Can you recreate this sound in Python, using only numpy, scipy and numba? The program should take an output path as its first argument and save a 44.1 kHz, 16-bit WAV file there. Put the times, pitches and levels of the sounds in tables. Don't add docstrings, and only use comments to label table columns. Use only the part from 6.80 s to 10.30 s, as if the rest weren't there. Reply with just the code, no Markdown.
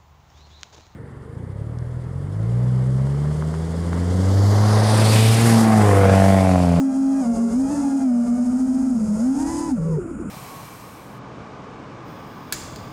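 import sys
import numpy as np
from scipy import signal
from scipy.fft import rfft, irfft
from scipy.io import wavfile
from scipy.ndimage import uniform_filter1d, minimum_filter1d
from numba import njit

SR = 44100
rng = np.random.default_rng(int(sys.argv[2]) if len(sys.argv) > 2 else 0)


def materialize(psi):
    bounded = np.clip(np.atleast_2d(psi).T, -1, 1)
    quanta = np.round(bounded * 32767).astype(np.int16)
    wavfile.write(sys.argv[1], SR, quanta)


N = 154350

# t/s, rotor 1 f/Hz, rotor 2 f/Hz, rotor 3 f/Hz, rotor 4 f/Hz
ROTOR_SPEEDS = [(0.0, 269.4, 270.5, 217.0, 194.0), (0.12, 267.0, 273.1, 225.0, 201.0),
                (0.25, 269.0, 271.0, 222.0, 205.0), (0.4, 271.2, 273.0, 216.0, 201.0),
                (0.46, 232.1, 242.7, 189.0, 152.0), (0.58, 229.7, 236.0, 183.0, 141.0),
                (0.73, 230.8, 237.9, 188.0, 140.0), (0.8, 264.0, 267.2, 204.0, 160.0),
                (0.87, 270.7, 277.3, 212.0, 166.0), (0.92, 291.2, 306.6, 214.0, 180.0),
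                (1.04, 276.3, 289.9, 237.0, 195.0), (1.23, 267.8, 276.0, 231.0, 213.0),
                (1.31, 242.6, 243.6, 202.0, 193.0), (1.45, 238.1, 231.0, 198.0, 193.0),
                (1.58, 245.9, 234.7, 201.0, 197.0), (1.7, 248.4, 232.3, 205.0, 200.0),
                (1.82, 260.8, 249.2, 215.0, 207.0), (1.92, 259.3, 244.3, 216.0, 206.0),
                (2.02, 265.4, 236.5, 220.0, 200.0), (2.11, 259.8, 236.5, 221.0, 195.0),
                (2.19, 220.6, 202.8, 173.0, 160.0), (2.3, 211.2, 202.2, 174.0, 160.0),
                (2.39, 216.3, 208.1, 177.0, 165.0), (2.46, 254.6, 255.4, 212.0, 195.0),
                (2.54, 277.2, 265.6, 238.0, 215.0), (2.62, 311.0, 272.1, 266.0, 243.0),
                (2.7, 330.0, 289.7, 283.0, 255.0), (2.8, 335.0, 296.7, 290.0, 260.0),
                (2.88, 329.7, 287.5, 283.0, 255.0), (2.93, 266.0, 252.1, 245.0, 225.0),
                (3.0, 161.3, 154.4, 186.0, 146.0), (3.09, 164.0, 164.8, 188.0, 140.0),
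                (3.17, 154.8, 148.9, 140.0, 122.0), (3.2, 128.0, 122.0, 78.0, 75.0),
                (3.25, 104.0, 88.0, 118.0, 100.0), (3.3, 120.0, 96.0, 108.0, 85.0),
                (3.36, 70.0, 84.0, 92.0, 62.0), (3.415, 113.0, 98.0, 78.0, 88.0),
                (3.46, 72.0, 84.0, 100.0, 66.0), (3.5, 68.0, 75.0, 90.0, 80.0)]
# imbalance shake level/dB, blade tone level/dB,
# blade thrum level/dB, extra overtone level/dB
ROTOR_LEVELS = [(-8, -37.5, -28, -2), (-13, -44, -43.5, -1.5), (-22.5, -37.5, -35, -0.5),
                (-26, -41, -43, 1)]
# t/s, whine level/dB, hiss level/dB
PROPELLER_LOAD = [(0, 3, 5), (.09, 1.5, -3.5), (.2, -0.5, 1.5), (.4, 6.5, 3), (.6, 6.5, 5.5), (.78, 1.5, 5),
                  (.92, 3.5, 4), (1.2, 1.5, 0.5), (1.35, 2, 1), (1.5, 2, 2.5), (1.8, -1, 3),
                  (2.05, -1.5, 2.5), (2.3, -5.5, 1), (2.44, 3, 6.5), (2.54, -2.5, 2), (2.68, 0, 4.5),
                  (2.89, -2, 0.5), (2.94, -3.5, -4.5), (3.12, 4, -2), (3.5, 15, -5)]
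BLADES, CRUISE_HZ = 3, 275

# f/Hz, level/dB
FRAME_RESPONSE = [(60, -48), (125, -36), (148, -12), (162, -14.5), (182, -9.5), (210, -11), (235, -5.5),
                  (262, -4.5), (278, -8), (295, -14), (335, -18), (420, -33)]
# f/Hz, level/dB
THRUM_RESPONSE = [(150, -17), (205, -3.5), (250, -8), (300, -2), (365, -3.5), (420, 9), (490, -67),
                  (600, -19), (800, -61)]
# f/Hz, level/dB
HOUSING_RESPONSE = [(150, 6), (350, -3.5), (470, 7.5), (600, 2.5), (780, -2), (1000, 1.5), (1350, -4.5),
                    (1700, -15), (1900, -11), (2350, -15.5), (2650, -18), (3200, -19.5), (3900, -24.5),
                    (5000, -10), (6800, -13.5)]
WHINE_MULTIPLES = (2, 3, 4, 5, 6, 7, 9, 12, 15, 21)
BETWEEN_BLADES_DB = -16.5
OVERTONE_DB_PER_OCTAVE = -3.5
WHINE_DB_PER_OCTAVE, BRIGHTEN_DB_PER_OCTAVE = 10, 6
BLADE_FLUTTER_DB, WOBBLE_CYCLES = 2.2, 0.026
WASH_BELOW_HZ, WASH_WOBBLE_CYCLES, WASH_FLUTTER_DB = 216, 0.056, 2.5

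# f/Hz, level/dB
HISS_COLOUR = [(400, 0.5), (900, 16.5), (1600, -14.5), (2500, -10), (3800, -11), (4400, -8), (4950, 3.5),
               (5900, -1), (6600, 8), (7600, 2.5), (9000, 3.5), (10300, -3), (12000, -14), (15000, -24.5)]
HISS_DB, HISS_DB_PER_OCTAVE = -42.5, 11
HISS_CHOP, HISS_FLUTTER_DB = 0.35, 1.63

# f/Hz, level/dB
AIR_COLOUR = [(100, -17), (180, 22.5), (280, 17.5), (400, -7), (600, -3.5), (900, -6.5), (1120, 0),
              (1380, 7), (1750, -9.5), (2500, -12), (3800, -32.5), (6000, -58), (6800, -10), (8000, -16),
              (9500, -13.5), (12000, -48), (15000, -40)]
AIR_DB, AIR_FLUTTER_DB, AIR_SWELL_DB = -39.5, 1.5, -1
# f/Hz, level/dB
BUFFET_COLOUR = [(20, -17), (45, 3.5), (80, -0.5), (130, -1.5), (220, -4.5), (500, -9), (1500, -60)]
# t/s, level/dB
GUST_LEVELS = [(0, -49), (.48, -43), (.58, -33.5), (.66, -41.5), (.8, -34), (.95, -34), (1.12, -45),
               (1.4, -42.5), (2.2, -36.5), (2.55, -37.5), (2.72, -37), (2.88, -36.5), (3.02, -34),
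               (3.22, -37), (3.5, -37)]

LIMIT_DB, LIMIT_RATIO = -14.5, 4.7
LIMIT_ATTACK_S, LIMIT_RELEASE_S = 0.0002, 0.028
TOP_HZ = 15100


def undb(db):
    return 10 ** (np.asarray(db) / 20)


def curve(at, table, col=1):
    table = np.array(table, float)
    return np.interp(at, table[:, 0], table[:, col])


def response(hz, table):
    table = np.array(table, float)
    return undb(np.interp(np.log(hz + 1e-3), np.log(table[:, 0]), table[:, 1]))


def noise(colour):
    spectrum = rfft(rng.standard_normal(N))
    bins_hz = np.arange(N // 2 + 1) * SR / N
    x = irfft(spectrum * response(bins_hz, colour), N)
    return x / x.std()


def walk(rate):
    window = max(int(SR / rate), 2)
    x = uniform_filter1d(rng.standard_normal(N), window)
    x = uniform_filter1d(x, window)
    return x / x.std()


def wash(hz):
    return np.clip(2 * (1 - hz / WASH_BELOW_HZ), 0, 1)


def frame_hum(hz, angle, shake_db):
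    return undb(shake_db) * response(hz, FRAME_RESPONSE) * np.sin(angle)


def blade_thrum(hz, angle, thrum_db):
    return undb(thrum_db) * response(BLADES * hz, THRUM_RESPONSE) * np.sin(BLADES * angle)


def blade_whine(hz, angle, level_db, overtone_db):
    octaves = np.log2(hz / CRUISE_HZ)
    whine = 0
    for multiple in WHINE_MULTIPLES:
        db = OVERTONE_DB_PER_OCTAVE * np.log2(multiple / BLADES)
        if multiple % BLADES > 0:
            db = db + BETWEEN_BLADES_DB
        if multiple > BLADES:
            db = db + overtone_db + BRIGHTEN_DB_PER_OCTAVE * octaves
        db = db + BLADE_FLUTTER_DB * walk(22.7)
        whine = whine + undb(db) * response(multiple * hz, HOUSING_RESPONSE) * np.sin(multiple * angle)
    return whine * undb(level_db + WHINE_DB_PER_OCTAVE * octaves)


def rotor(hz, turns, load_db, shake_db, blade_db, thrum_db, overtone_db):
    angle = 2 * np.pi * turns
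    wobble_cycles = (WOBBLE_CYCLES + WASH_WOBBLE_CYCLES * wash(hz)) * walk(52)
    blade_angle = angle + 2 * np.pi * wobble_cycles
    hum = frame_hum(hz, angle, shake_db)
    thrum = blade_thrum(hz, blade_angle, thrum_db)
    return hum + thrum + blade_whine(hz, blade_angle, blade_db + load_db, overtone_db)


def blade_hiss(hz, turns):
    chop = 1 + HISS_CHOP * np.cos(2 * np.pi * BLADES * turns)
    flutter_db = (HISS_FLUTTER_DB + WASH_FLUTTER_DB * wash(hz)) * walk(28)
    level_db = HISS_DB + HISS_DB_PER_OCTAVE * np.log2(hz / CRUISE_HZ) + flutter_db
    return noise(HISS_COLOUR) * chop * undb(level_db) / 2


def wind(t):
    rush_db = AIR_DB + AIR_FLUTTER_DB * walk(75) + AIR_SWELL_DB * walk(4.7)
    rush = noise(AIR_COLOUR) * undb(rush_db)
    buffets = noise(BUFFET_COLOUR) * undb(curve(t, GUST_LEVELS))
    return rush + buffets


def scene():
    t = np.arange(N) / SR
    whine_load_db = curve(t, PROPELLER_LOAD, 1)
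    hiss_load_db = curve(t, PROPELLER_LOAD, 2)
    out = np.zeros(N)
    for k, levels in enumerate(ROTOR_LEVELS):
        hz = curve(t, ROTOR_SPEEDS, k + 1)
        turns = np.cumsum(hz) / SR
        out = out + rotor(hz, turns, whine_load_db, *levels)
        out = out + blade_hiss(hz, turns) * undb(hiss_load_db)
    out = out + wind(t)
    return out[None]


@njit
def follow(x, attack, release):
    out, level = np.empty(len(x)), 0.
    for i in range(len(x)):
        level += (x[i] - level) * (attack if x[i] > level else release)
        out[i] = level
    return out


def record(dry):
    peaks = -minimum_filter1d(-np.abs(dry[0]), size=200)
    envelope = follow(peaks, 1 / (1 + LIMIT_ATTACK_S * SR), 1 / (1 + LIMIT_RELEASE_S * SR))
    under = np.minimum(1, undb(LIMIT_DB) / (envelope + 1e-9))
    gain = under ** (1 - 1 / LIMIT_RATIO)
    lowpass = signal.ellip(10, .2, 80, TOP_HZ, fs=SR, output="sos")
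    return signal.sosfilt(lowpass, dry * gain)


dry = scene()
out = record(dry)
materialize(out)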